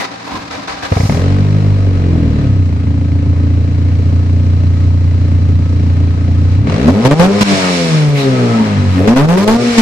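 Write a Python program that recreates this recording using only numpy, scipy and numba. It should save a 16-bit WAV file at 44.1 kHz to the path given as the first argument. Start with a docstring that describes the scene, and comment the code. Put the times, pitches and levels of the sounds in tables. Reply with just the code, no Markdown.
"""The exhaust of a small four-cylinder car, close behind its tailpipe beside a brick wall: it catches, flares,
idles and is revved twice. Each firing is a pulse that feeds tuned bands and rings the exhaust; sine lines add growl.
Gas and valve gear are ringing noise that throbs with the firings. Before that a starter cranks: noise in strokes.
The level jumps up briefly; the loudest parts overload the microphone input, and gain control pulls the level down."""
import sys
import numpy as np
from scipy import signal
from scipy.io import wavfile
from scipy.ndimage import uniform_filter1d
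from numba import njit

SR = 44100
rng = np.random.default_rng(int(sys.argv[2]) if len(sys.argv) > 2 else 0)


def master_out(mix):
    """Clip the mix to full scale and print it as 16-bit PCM to the path in sys.argv[1]."""
    frames = np.transpose(np.atleast_2d(mix))
    ceiling = np.clip(frames, -1, 1)
    pcm = np.round(ceiling * 32767).astype(np.int16)
    wavfile.write(sys.argv[1], SR, pcm)


N = 432621
ONE = np.ones(N)
T = np.arange(N) / SR  # time in seconds


def undb(db):
    """Decibels to gain."""
    return 10 ** (np.asarray(db) / 20)


def unit(x):
    """Scale to rms 1."""
    return x / np.sqrt(np.mean(x ** 2))


@njit
def svf(x, hz, width):
    """State-variable band-pass with moving centre and width, gain 1 at the centre."""
    y, band, low = np.empty(len(x)), 0., 0.
    for i in range(len(x)):
        g, k = np.pi * hz[i] / SR, width[i] / hz[i]
        g += g ** 3 / 3  # close to the tangent that a digital filter needs
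        v = (band + g * (x[i] - low)) / (1 + g * (g + k))
        band, low, y[i] = 2 * v - band, low + 2 * g * v, k * v
    return y


@njit
def follow(x, attack, release):
    """Level follower with separate rise and fall, each a share of the gap per sample."""
    level, out = 0., np.empty(len(x))
    for i in range(len(x)):
        level += (x[i] - level) * (attack if x[i] > level else release)
        out[i] = level
    return out


def fixed_band(x, hz, width):
    """Band-pass that stays at one pitch."""
    return svf(x, hz * ONE, width * ONE)


def band_noise(hz, width):
    """Noise in one fixed band, rms 1."""
    return unit(fixed_band(rng.standard_normal(N), hz, width))


def low_pass(x, order, hz):
    """Take away the treble above a pitch."""
    return signal.sosfilt(signal.butter(order, hz, fs=SR, output="sos"), x)


def dull(x):
    """The tailpipe passes little of a snap's treble."""
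    return low_pass(x, 4, 2900)


def ring(x, modes):
    """Sum of resonances, neighbours in opposite phase."""
    total = 0
    for k, (hz, width, db) in enumerate(modes):
        total = total + (-1) ** k * undb(db) * fixed_band(x, hz, width)
    return total


def columns(rows):
    """Table columns joined by straight lines in time."""
    s, *cols = np.transpose(rows)
    return [np.interp(T, s, c) for c in cols]


def passed_db(hz, table):
    """How strongly a pitch gets through, read between the table's points on a log pitch scale."""
    table_hz, table_db = np.transpose(table)
    return np.interp(np.log(hz), np.log(table_hz), table_db)


def walk(rate):
    """Slow random wander, spread near 1."""
    k = int(SR / rate)
    steps = np.repeat(rng.standard_normal(N // k + 1), k)
    return 2.1 * uniform_filter1d(uniform_filter1d(steps, k), k)[:N]


def swell(s, rise, until, fade):
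    """Rises to 1 at s, holds, then dies away."""
    return np.clip(1 + (T - s) / max(rise, .001), 0, 1) * np.exp(-np.maximum(T - until, 0) / fade)


WALL_LAG_S = .00045


def hiss(modes, shared, pan_db):
    """Noise in resonances for two ears; part of it is common and reaches the left a little late."""
    common, left, right = (unit(ring(rng.standard_normal(N), modes)) for _ in range(3))
    share = np.clip(shared, 0, 1)
    late = np.roll(common, int(WALL_LAG_S * SR))
    pair = np.sqrt(share) * np.array([late, common]) + np.sqrt(1 - share) * np.array([left, right])
    return pair * undb([[pan_db / 2], [-pan_db / 2]])


# The running engine. Each row: time in seconds, firing rate in Hz, then levels in dB of the note,
# the tailpipe rasp and the gas hiss.
RUN = [(1.09, 36.78, -4, -37, -30), (1.22, 45.77, -3, -30.5, -31), (1.35, 48.57, -4.5, -35, -33),
       (1.59, 51.46, -5, -36, -35), (1.85, 48.03, -4, -35, -34.5), (2.08, 43.74, -2, -37.5, -35),
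       (2.41, 35.87, 0, -35.5, -33), (2.6, 31, 3, -45, -39), (2.74, 27.73, -5, -47, -37.5),
       (2.95, 28.12, -8, -45.5, -38), (3.3, 28.58, -1, -44.5, -38), (4.5, 29.52, 2, -44, -37.5),
       (6.37, 28.91, -0.5, -44.5, -36.5), (6.55, 30.07, 3, -44, -34.5), (6.65, 35.55, -1, -41.5, -38),
       (6.69, 38.13, -7.5, -30, -28), (6.81, 62.5, -1.5, -28, -30), (6.99, 108.6, -0.5, -22, -28),
       (7.09, 137.3, 1, -18.5, -28), (7.17, 160.2, -3.5, -23.5, -34.5), (7.28, 194.3, 10.5, -12.5, -27),
       (7.39, 206.9, 0, -18, -28), (7.45, 201.8, -5.5, -38, -27.5), (7.5, 198, -3, -21, -20),
       (7.62, 185.5, -4.5, -21, -20.5), (7.75, 176.5, -8.5, -22.5, -22.5), (7.98, 153.5, -1, -24.5, -23),
       (8.15, 142.6, -4, -24, -27), (8.27, 133.7, -2, -25, -24), (8.45, 119.3, -0.5, -23, -24.5),
       (8.61, 110.4, -1, -25, -24), (8.75, 99.7, -7.5, -32.5, -27), (8.95, 91.15, -4, -41, -26.5),
       (9.01, 91.75, -5.5, -19.5, -32), (9.14, 123.3, -2.5, -31, -29), (9.26, 156.9, 7, -17.5, -32.5),
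       (9.38, 190.3, 7.5, -12, -26.5), (9.46, 210.1, 0, -16, -31.5), (9.59, 240.8, 1, -12.5, -29),
       (9.7, 239, -6, -19.5, -24), (9.81, 225, 2.5, -20, -18)]
# The balance at each speed. Each row: firing rate in Hz, tilt in dB an order, waver of the orders in dB,
# then levels in dB: half orders, silencer, valve gear above gas, buffeting, thump.
BY_SPEED = [(28.3, 1.5, .5, -25.5, -23, -10, -61, -48), (29.41, -1.5, 0.53, -35.5, -23.5, -7.5, -62.5, -45),
            (37.7, -1.5, .5, -23, -18.5, -11.5, -58, -39), (43.8, 0, .5, -36.5, -25.5, -10, -55, -25.5),
            (51, -2.5, .5, -46.5, -21, -8.5, -44, -28), (93, -1.5, 1.5, -22, -47, -8, -33.5, -44),
            (131, -2.5, 1, -30.5, -19, -5, -42, -45), (177, -5, 1.5, -20.5, -20, 2, -54, -53),
            (247.16, -5, 2.5, -16.5, -22, -0.5, -33, -54)]
# How the lines swell and fade. Each row: time in seconds, then changes in dB of the first, second, third
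# and fourth order, the higher orders and the half orders.
LINES = [(1.2, 1, 0.5, -5, -8, 0, 6.5), (1.4, 3, 1.5, 1.0, -0.5, -5, 2.5), (1.6, -0.5, 3, 3.5, -2, 3, -1.0),
         (1.8, 4, 4, -2.5, -3.5, -12, 8), (2.0, -1, 1.0, -6, -9, -1.5, 6),
         (2.15, 1.0, 1.5, -2, -4, 8.5, 8.5), (2.3, 3, 1, 4.5, -5, 4, 1.5), (2.45, -0.5, 1.5, -3, 3, 3, 0),
         (2.6, 2, 2, 0, -6, -1.5, -4), (2.8, 3.5, 3, 1.5, 1.5, -1.5, -4), (3.0, 1.5, 5, 2.5, 4.5, -6, -1),
         (3.3, 4, 3, -0.5, 1, 2.5, -3.5), (4.5, -1, 2.0, 0, 1, 0, -0.0), (6.4, -1, 4.5, 0, 0.5, -2.5, 0),
         (6.75, -0.0, 1, -1, -4, 1, 3), (6.82, 7, -1, -4.5, -5, 3, -6), (6.89, -0.5, 3, 5, 1.0, -11, 4),
         (6.96, 1.5, 2.5, -1.5, 1.0, 0, -4), (7.03, 4, 3.5, -2.5, -6, 3, -2), (7.1, 1, 6.5, 2.5, -4, 0, -7),
         (7.17, 3.5, -6, 2, -11, 4, -22), (7.24, 0.5, 0, 6.5, 11.5, -3.0, 0), (7.31, -0.5, 4, 4, 1, 1.0, 7),
         (7.38, -1.5, 0, 9, 2, 1, 3.5), (7.45, 0.5, -3, 2.0, 2.5, 1, -9), (7.52, 1, 1, -11, 1.5, -2, 3),
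         (7.59, -8, 2, -1.0, 2, 1.5, 3), (7.66, -0.5, -2.5, 3, 11, 1.0, 0), (7.73, 2.5, 8, 0, 2, 0, 4),
         (7.8, -4, 5, 6, 13, -1.5, 0), (7.87, -0.5, -1.5, -0.5, -4.0, -4, -0.5),
         (7.94, 0.5, -5.5, -7.5, -8.5, -10, -2.0), (8.01, 0, -12.5, -2, -9.5, 1, -10),
         (8.08, 1, -12.0, 0, -7.5, 3, -9), (8.15, 1, -10, 7, -7, 2, -19), (8.22, 0, 0, 8, -1.5, 3, -6),
         (8.29, 4, 4.5, 8, 4, -1.0, -3), (8.36, -1.0, -1, -6.5, -13, -4, 3),
         (8.43, 2, 0.5, -6, -7.5, -2.5, 4), (8.5, 6.5, -3.0, -2, -6.5, -1, 0),
         (8.57, -1.0, 3, -6, -6, -3.0, -8), (8.64, -5, 2, 0, 7, 0.5, 1), (8.71, -1, 7.5, -4, -4.0, -11, -5),
         (8.78, -0.5, 6, 0, 5.5, -2, 1.5), (8.85, 1, -1, -6, 2, -7, -0.5), (8.92, 1, 2.5, -1, -7, -7, -4.5),
         (8.99, 0.5, 0, 5.5, 3.5, -4, -4), (9.06, 0, 0, 8, 1, -2.5, -1.5), (9.13, 3, 5.5, -3.5, 7, 2, -4.5),
         (9.2, -1.5, 3, 5.5, -1.5, -4, 0), (9.27, 0.5, -3, -4, -2, -3, -2),
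         (9.34, 4.5, 4.5, 4.5, 14, -3.0, -6.5), (9.41, -1.5, 0, 7, 3, 3.5, 0.5),
         (9.48, -1.5, -1, 12, -3.5, 6.5, -1.5), (9.55, 3.5, -10, -3, -1.5, 4, -2.0),
         (9.62, -4.5, -7, -11, -3, 9, 12), (9.69, 6, -5, -13, -6, -3, -4),
         (9.76, 0.5, 0, -12.0, -11.5, -5, -1)]
# One level in dB for each of the four cylinders.
CYLINDERS_DB = [-0.57, -1.1, 0.34, -0.59]
# The two edges in Hz of the band of the thump.
THUMP_HZ = [225, 357]
FIRST_TURN_S = 1.069
ROUGH_DB, LOAD_ROUGH_DB, LOAD_PIPE_DB, BUFFET_LOAD_DB = 0.85, 1.5, -0.5, 10
UPPER_ABOVE_HZ, TICK_BELOW_HZ = 49.7, 45.5  # firing rates


def engine():
    """Each firing sends a pulse down the exhaust; returns the note, the swirl at the pipe mouth and the hiss."""
    hz, note_db, pipe_db, gas_db = columns(RUN)
    load = throttle(hz)
    speeds, *balance = np.transpose(BY_SPEED)
    at_speed = (np.interp(np.log(hz), np.log(speeds), b) for b in balance)
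    tilt_db, waver_db, half_db, silencer_db, gear_db, buffet_db, thump_db = at_speed
    *swell_db, higher_db, between_db = columns(LINES)
    pipe_db = pipe_db + LOAD_PIPE_DB * load
    fast = np.clip(hz / UPPER_ABOVE_HZ - 1, 0, 1)
    slow = np.clip(2 - 2 * hz / TICK_BELOW_HZ, 0, 1)

    rough_db = np.clip(ROUGH_DB + LOAD_ROUGH_DB * load, 0, 4)
    stretch, chance = 0.0024 * rng.standard_normal(3000), rng.standard_normal(3000)
    pulses, phase = fire(hz * (T > FIRST_TURN_S), rough_db, stretch, chance, undb(CYLINDERS_DB))
    pulses = pulses * SR / hz / np.sqrt(2)  # every order then has rms 1
    turns = phase + np.cumsum(np.diff(phase, prepend=0) < 0)  # firings counted so far
    puff = np.exp(-phase / 0.27)
    crack = load * np.exp(-phase / hz / 0.0039)

    note = -low_orders(pulses, hz, load, fast, note_db, tilt_db, waver_db, swell_db)
    note = note - growl(turns, hz, load, fast, note_db + higher_db)
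    note = note + half_orders(turns, hz, fast, half_db + between_db)
    # just above idle every firing leaves the pipe as one short, clean thump
    thump_band = signal.butter(2, THUMP_HZ, "band", fs=SR, output="sos")
    note = note - undb(note_db + thump_db + higher_db) * signal.sosfiltfilt(thump_band, pulses)
    note = note + pipework(pulses, hz, load, fast, puff, pipe_db, silencer_db)
    note = note + load * undb(gas_db - 23.0) * low_pass(ring(pulses, GAS), 2, 3500)
    note = note + undb(gas_db - 7.5 + 9.5 * load) * slow * load * dull(ring(pulses, CHUG))
    # the blast of gas buffets the microphone
    gust_db = buffet_db + BUFFET_LOAD_DB * load + 6.9 * np.tanh(walk(12))
    note = note + undb(gust_db) * band_noise(60, 70)

    # eddies at the pipe mouth differ from ear to ear
    swirl = undb(pipe_db - 11.5) * unit(ring(rng.standard_normal(N), PIPE))
    noise = gas_hiss(pulses, hz, load, slow, puff, crack, gas_db, waver_db)
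    noise = noise + valve_gear(hz, puff, crack, gear_db + gas_db, waver_db)
    on = np.clip((T - RUN[0][0]) * 100, 0, 1)
    return on * note, on * swirl, on * noise


@njit
def fire(hz, rough_db, stretch, chance, pattern):
    """A pulse at each wrap of the phase; every firing has its own length and size."""
    pulses, phase, p, k = np.zeros(len(hz) + 1), np.empty(len(hz)), 0., 0
    for i in range(len(hz)):
        step = hz[i] * (1 + rough_db[i] * stretch[k]) / SR
        p += step
        if p >= 1:
            p, k = p - 1, k + 1
            size = pattern[k % 4] * 10 ** (rough_db[i] * chance[k] / 20)
            # share the pulse between two samples, so that it lands between them
            pulses[i] += size * p / step
            pulses[i + 1] += size * (1 - p / step)
        phase[i] = p
    return pulses[:-1], phase


# Throttle openings. Each row: opens in seconds, shuts in seconds, load from 0 to 1, fade in seconds.
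THROTTLE = [(1.05, 1.1, 0.61, 0.6), (6.581, 6.63, 0.23, 0.023), (6.654, 7.403, 0.64, 0.039),
            (8.16, 8.219, 0.23, 0.029), (8.959, 9.598, 0.6, 0.054)]
IDLE_LOAD, IDLE_BELOW_HZ, OPENING_S = 0.12, 31, 0.029


def throttle(hz):
    """Load 0-1: a little at idle, none on the overrun, much while the throttle is open."""
    opened = sum(load * swell(s + OPENING_S, OPENING_S, shut, fade) for s, shut, load, fade in THROTTLE)
    return np.clip(opened + IDLE_LOAD * (hz < IDLE_BELOW_HZ), 0, 1)


# How the exhaust passes the firing orders. Each row: pitch in Hz, level in dB.
EXHAUST = [(30, -36.5), (46, -17.5), (58, -28.5), (72, -17.5), (88, -9), (100, -7), (113, -20), (128, -15),
           (150, -9), (170, -11), (190, -16.5), (225, -12), (265, -14.5), (300, -20), (340, -26.5),
           (400, -16.5), (470, -31), (525, -18), (580, -32.5), (680, -31), (760, -27.5), (830, -29),
           (900, -39), (1000, -32.5), (1150, -38), (1280, -36), (1500, -45), (1900, -52)]
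MIDDLE_ORDER, LOAD_TILT_DB = 2, 5
FLUTTER_DB = .4  # an order, at full load
PATCHY_DB = 1.2


def low_orders(pulses, hz, load, fast, note_db, tilt_db, waver_db, swell_db):
    """Bands that follow one to four times the firing rate; under load the upper ones flutter more."""
    total = 0
    for k in (1, 2, 3, 4):
        db = note_db + passed_db(k * hz, EXHAUST) + swell_db[k - 1]
        db = db + (tilt_db + LOAD_TILT_DB * load) * (k - MIDDLE_ORDER)
        db = db + waver_db * walk(22) + FLUTTER_DB * k * load * walk(70)
        db = db + fast * PATCHY_DB * min(k - 1, 1) * walk(35)  # none on the first order
        total = total + undb(db) * svf(svf(pulses, k * hz, 0.53 * hz), k * hz, 0.55 * hz)
    return total


UPPER_DB, UPPER_LOAD_DB = -4, 10.5
UPPER_FALL_DB = -1  # an order
BLUR_RAD = .09


def growl(turns, hz, load, fast, level_db):
    """At speed a fan of upper orders growls, patchy and blurred, strongest under load."""
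    total = 0
    for k in range(5, 11):
        db = level_db + passed_db(k * hz, EXHAUST) + UPPER_DB + UPPER_FALL_DB * (k - 5)
        db = db + UPPER_LOAD_DB * load + PATCHY_DB * walk(45)
        blurred = 2 * np.pi * turns + BLUR_RAD * walk(90)
        total = total + fast * undb(db) * np.sqrt(2) * np.cos(k * blurred)
    return total


# Lines half-way between the orders. Each row: multiple of the firing rate, level in dB.
HALF_ORDERS = [(.5, -8.5), (1.5, 5), (2.5, 4), (3.5, 8.5), (4.5, -6.5), (5.5, 2), (6.5, -4.5), (7.5, -14)]
# How the pipework passes those lines. Each row: pitch in Hz, level in dB.
BRANCH = [(40, -22.5), (75, -8.5), (102, 1.5), (130, -6), (160, 0), (190, -3), (220, -2), (290, -5.5),
          (345, -26), (420, -6), (480, -20), (525, -6.5), (570, -27), (670, -20), (900, -34)]


def half_orders(turns, hz, fast, level_db):
    """Every other firing travels a longer manifold branch, which adds lines half-way between the orders."""
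    total = 0
    for k, line_db in HALF_ORDERS:
        db = level_db + line_db + passed_db(k * hz, BRANCH) + 1.6 * walk(8) + fast * PATCHY_DB * walk(35)
        blurred = 2 * np.pi * turns + BLUR_RAD * walk(70)
        total = total + undb(db) * np.sqrt(2) * np.sin(k * blurred)
    return total


# Rings of the silencer, then of the tailpipe. Each row: pitch in Hz, width in Hz, level in dB.
SILENCER = [(149, 29, -3.5), (213.2, 22.5, -2), (239.5, 15.8, 0.5), (283.5, 16.5, 0.5)]
PIPE = [(399, 34, 5), (495.6, 92, 2), (606, 138, -2), (686, 58, -2.5)]


def pipework(pulses, hz, load, fast, puff, pipe_db, silencer_db):
    """Pulses, partly broken up into turbulence, ring the silencer and the tailpipe."""
    # slow flow breaks up; hard flow tears as well
    broken = np.clip(21 / hz, 0, 1) * (1 - load) + 0.34 * load
    turbulence = np.sqrt(SR / hz) * (0.51 + 0.98 * puff) * rng.standard_normal(N)
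    flow = np.sqrt(1 - broken) * pulses + np.sqrt(broken) * turbulence
    into_silencer = pulses + np.clip(0.29 + 0.5 * fast, 0, 1) * (flow - pulses)
    return undb(silencer_db) * ring(into_silencer, SILENCER) + undb(pipe_db) * dull(ring(flow, PIPE))


# Rings of the gas hiss, then of a sharp firing at the pipe mouth.
# Each row: pitch in Hz, width in Hz, level in dB.
GAS = [(815, 620, 2), (1287, 10, 9.5), (1260, 360, -31.5), (2270, 2140, -3.5)]
CHUG = [(680, 220, 7), (1260, 370, -9.5), (2080, 250, -2)]
TICK_DB, TICK_S = -3.5, 0.0045


def gas_hiss(pulses, hz, load, slow, puff, crack, gas_db, waver_db):
    """Gas hisses once a firing; at low speed each firing also leaves a short tick at the pipe mouth."""
    throb = 1.0 + .5 * puff + 2.43 * crack
    gas = undb(gas_db + 0.74 * waver_db * walk(7.6)) * throb * hiss(GAS, 0.25, 3.8)
    kick = follow(pulses * hz / SR, 1., 1 / (TICK_S * SR)) * slow
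    tick_db = gas_db + TICK_DB + 14 * load + 2.5 * walk(30)
    gas = gas + undb(tick_db) * dull(kick * hiss(CHUG[1:], 0.61, 2))
    return low_pass(gas, 2, 4500)


# Rings of the valve gear, then of the hiss at speed: narrow whistling rings over a broad rush of gas.
# Each row: pitch in Hz, width in Hz, level in dB.
GEAR = [(4040, 245, 7.5), (4700, 220, -3), (5530, 380, 4), (4530, 10300, -5)]
SPEED_HISS = [(2280, 80, 5), (2470, 83, 12), (2350, 1050, 3.5), (3805, 93, 10.5), (3930, 1100, 2),
              (4880, 60, 10.5), (5414, 270, 7.5), (5468, 600, -2), (7630, 61000, -2.5)]


def valve_gear(hz, puff, crack, gear_db, waver_db):
    """Valve gear hisses once a firing; at speed whistling rings over a broad rush of gas take its place."""
    level = undb(gear_db + 0.27 * waver_db * walk(11)) * (1.04 + .5 * puff + 1.9 * crack)
    at_speed = np.clip((hz - 50) / 90, 0, .95)
    mix = np.sqrt(1 - at_speed) * hiss(GEAR, 0.045, -5.0)
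    mix = mix + np.sqrt(at_speed) * hiss(SPEED_HISS, 0.081, -3.0)
    return low_pass(level * mix, 4, 8000)


# Sudden jumps in the level, ahead of the clipping. Each row: start in seconds, length in seconds,
# boost in dB at the start, level of the tearing noise in dB.
LEVEL_JUMP = [(6.879, 0.031, 12, -25.5), (7.051, 0.029, 14.5, -16), (7.111, 0.032, 18.5, -22),
              (7.196, 0.071, 15, -15), (7.41, 0.024, 16.5, -15), (9.076, 0.066, 14, -19.5),
              (9.162, 0.099, 18, -12), (9.287, 0.073, 11, -13), (9.372, 0.075, 10, -10),
              (9.478, 0.093, 14, -11.5), (9.78, 0.045, 12, -29)]
JUMP_SAG = 0.29  # share of the boost lost by the end of a jump


def level_jumps():
    """Gain that jumps up, sags and drops back."""
    db = 0
    for s, length, boost_db, _ in LEVEL_JUMP:
        db = db + boost_db * (1 - JUMP_SAG * (T - s) / length) * ((T >= s) & (T < s + length))
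    return undb(uniform_filter1d(db, size=88))


# Rings of the gas tearing in a level jump. Each row: pitch in Hz, width in Hz, level in dB.
BLAT = [(880, 1100, 1), (1310, 320, 0), (1740, 710, -12)]
TEAR_S = 0.075


def tearing():
    """Torn gas, as ringing noise, barks at the start of each level jump and thins out."""
    bark = sum(undb(db) * swell(s, 0.0026, s, TEAR_S) * (T < s + length) for s, length, _, db in LEVEL_JUMP)
    return bark * undb(1.6 * walk(60)) * hiss(BLAT, 0.53, 2)


# The first single firings. Each row: time in seconds, strength of the bang in dB, spit of gas in dB.
CATCH = [(.917, -5, 0.5), (0.964, -6.5, -1), (0.999, -6, -3), (1.032, -6.5, -11), (1.051, -8, -11),
         (1.091, -5, -6)]
SPIT_LAG_S, SNAP_DB = 0.00523, 17.5


def catch():
    """Lone bangs ring the pipe, each followed by a snap and a spit of gas."""
    blows = struck([row[:2] for row in CATCH], unit(np.hanning(150)) / 90)
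    boom = undb(52.5) * fixed_band(blows, 95, 30) + undb(38) * ring(blows, SILENCER)

    def late(shape):
        """The shape at each firing, a little after the bang."""
        return np.roll(struck([row[::2] for row in CATCH], shape), int(SPIT_LAG_S * SR))

    snap = undb(SNAP_DB) * ring(late(ONE[:1]), CHUG)
    spit_noise = undb(-12.5) * hiss(CHUG, 0.65, 1.5) + undb(-8.0) * hiss(PIPE, 0.22, 1.8)
    spit = late(np.exp(-T[:3000] / 0.0071)) * spit_noise
    return -boom + dull(snap + spit)


def struck(events, shape):
    """One copy of a shape at each (s, dB) row."""
    blows = np.zeros(N)
    for s, db in events:
        blows[int(s * SR)] = undb(db)
    return signal.fftconvolve(blows, shape)[:N]


# The starter labouring over each compression. Each row: time of full strength in seconds, rise in seconds,
# gear noise in dB, motor drone in dB, pipe puff in dB, grind above gear noise in dB, starting grind pitch in Hz.
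STROKE = [(0.0, 0.0024, -22.5, -37, -69, -5, 1980), (0.28, 0.062, -34.5, -37, -67, 8.5, 1010),
          (0.34, 0.035, -31.5, -26, -30, 3, 1050), (0.511, 0.0029, -26, -45, -42, -6, 1270),
          (0.574, 0.036, -41, -37, -56, 1, 595), (0.677, 0.0036, -24, -45, -36, -8, 1130),
          (.825, 0.0047, -23.5, -43, -36, -4.5, 1680)]
# Rings of the starter's gears. Each row: pitch in Hz, width in Hz, level in dB.
STARTER = [(523, 290, 0.5), (790, 31, 9.5), (958, 91, 3), (1310, 190, 1), (1570, 170, 1),
           (2340, 1020, -5.5), (3700, 810, -3.5), (4800, 2860, -9)]
# A faint hum while the starter turns. Each row: pitch in Hz, level in dB.
CRANKING_HUM = [(118, -41), (175, -38.5)]
GEAR_FLOOR_DB, DRONE_FLOOR_DB, PUFF_FLOOR_DB = -29, -37, -50
GEAR_FADE_S, DRONE_FADE_S, PUFF_FADE_S, HOLD_S = 0.033, 0.048, 0.083, 0.032
RELEASED_DB, RUN_DOWN_S = -22.5, 0.22
GRIND_WIDTH, GRIT_DB = 0.065, 1  # width as a share of the pitch
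GRIND_SAG = 0.45  # share of pitch lost a second as a stroke slows


def starter():
    """Gear noise, motor drone and dull puffs swell with each compression, over a faint hum."""
    def strokes(column, floor_db, fade):
        """A steady floor plus one swell for each compression."""
        swells = (undb(row[column]) * swell(row[0], row[1], row[0] + HOLD_S, fade) for row in STROKE)
        return undb(floor_db) + sum(swells)

    first_bang = CATCH[0][0]
    cranking = T < first_bang
    puffs = strokes(4, PUFF_FLOOR_DB, PUFF_FADE_S) * band_noise(85, 40)
    drone = strokes(3, DRONE_FLOOR_DB, DRONE_FADE_S) * hiss([(282, 19, 1.5), (203, 15, -7)], 0.91, 2.1)
    hum = sum(undb(db) * np.sin(2 * np.pi * hz * T) for hz, db in CRANKING_HUM)
    run_down = undb(RELEASED_DB) * np.exp(-(T - first_bang) / RUN_DOWN_S)
    effort = np.where(cranking, strokes(2, GEAR_FLOOR_DB, GEAR_FADE_S), run_down)
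    whine = low_pass(hiss(STARTER, 0.069, 0.89), 2, 6500)

    starts, *tone = np.transpose([(row[0] - row[1], *row[-2:]) for row in STROKE])
    stroke_now = np.clip(np.searchsorted(starts, T) - 1, 0, None)
    grind_db, grind_hz = (c[stroke_now] for c in tone)
    stroke_began = np.maximum.accumulate(T * (np.diff(grind_hz, prepend=0) != 0))
    grind_hz = grind_hz * (1 - GRIND_SAG * (T - stroke_began) * cranking)
    grind = unit(svf(rng.standard_normal(N), grind_hz, GRIND_WIDTH * grind_hz))
    grind = undb(grind_db) * grind * cranking
    gears = effort * whine + (effort - undb(GEAR_FLOOR_DB)) * grind
    return undb(GRIT_DB * walk(150)) * gears + cranking * (puffs + drone + hum)


# Brief thuds and rasps. Each row: start in seconds, length in seconds, pitch in Hz, width in Hz, level in dB.
RASP = [(-0.04, 0.095, 800, 300, -22), (-0.03, 0.074, 2000, 400, -23), (0.82, 0.48, 5350, 1900, -31.5),
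        (7.44, 0.24, 150, 13, -18), (8.072, 0.046, 70, 80.1, -17), (8.115, 0.13, 2310, 580, -21.5),
        (8.126, 0.17, 3870, 500, -26), (7.58, 0.19, 1260, 41, -29), (8.222, 0.47, 1298, 24, -25),
        (8.52, 0.2, 929, 25, -24)]


def rasps():
    """Short swells of narrow or broad hiss."""
    total = 0
    for s, length, hz, width, db in RASP:
        bump = np.sin(np.pi * np.clip((T - s) / length, 0, 1)) ** 2
        total = total + undb(db) * bump * hiss([(hz, width, 0)], 0.23, 1.4)
    return total


SKEW_S, SKEW_DB = 0.0018, -16


def scene():
    """The note is nearly alike in both ears; the wall leans its upper part left, bass right, and skews its phase."""
    note, swirl, noise = engine()
    push = level_jumps()
    note = note * push
    lean = 0.2 * fixed_band(note, 500, 500) - 0.056 * fixed_band(note, 70, 50) + 0.041 * fixed_band(note, 150, 80)
    skew = np.roll(note, int(SKEW_S * SR)) - np.roll(note, -int(SKEW_S * SR))
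    side = lean + undb(SKEW_DB) * skew + push * swirl
    exhaust = np.array([note + side, note - side]) + noise * push ** 0.85
    return exhaust + tearing() + catch() + starter() + rasps()


INPUT_TOP, TOP_HZ = 1., 15400
KNEE, RATIO, ATTACK_S, RELEASE_S = 0.3, 7, 0.12, 0.013


def record(dry):
    """The input clips hard, gain control follows the clipped level, the top is cut."""
    # the capsule misses the deepest bass
    dry = signal.sosfilt(signal.butter(2, 30, "high", fs=SR, output="sos"), dry)
    hardness = 13.0
    clipped = dry / (1 + np.abs(dry / INPUT_TOP) ** hardness) ** (1 / hardness)
    power = uniform_filter1d(np.mean(clipped ** 2, axis=0), size=441)
    loud = np.sqrt(follow(power, 1 / (ATTACK_S * SR), 1 / (RELEASE_S * SR)))
    gain = (KNEE / np.maximum(loud, KNEE)) ** (1 - 1 / RATIO)
    return signal.sosfilt(signal.ellip(8, .2, 80, TOP_HZ, fs=SR, output="sos"), clipped * gain)


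dry = scene()
out = record(dry)
master_out(out)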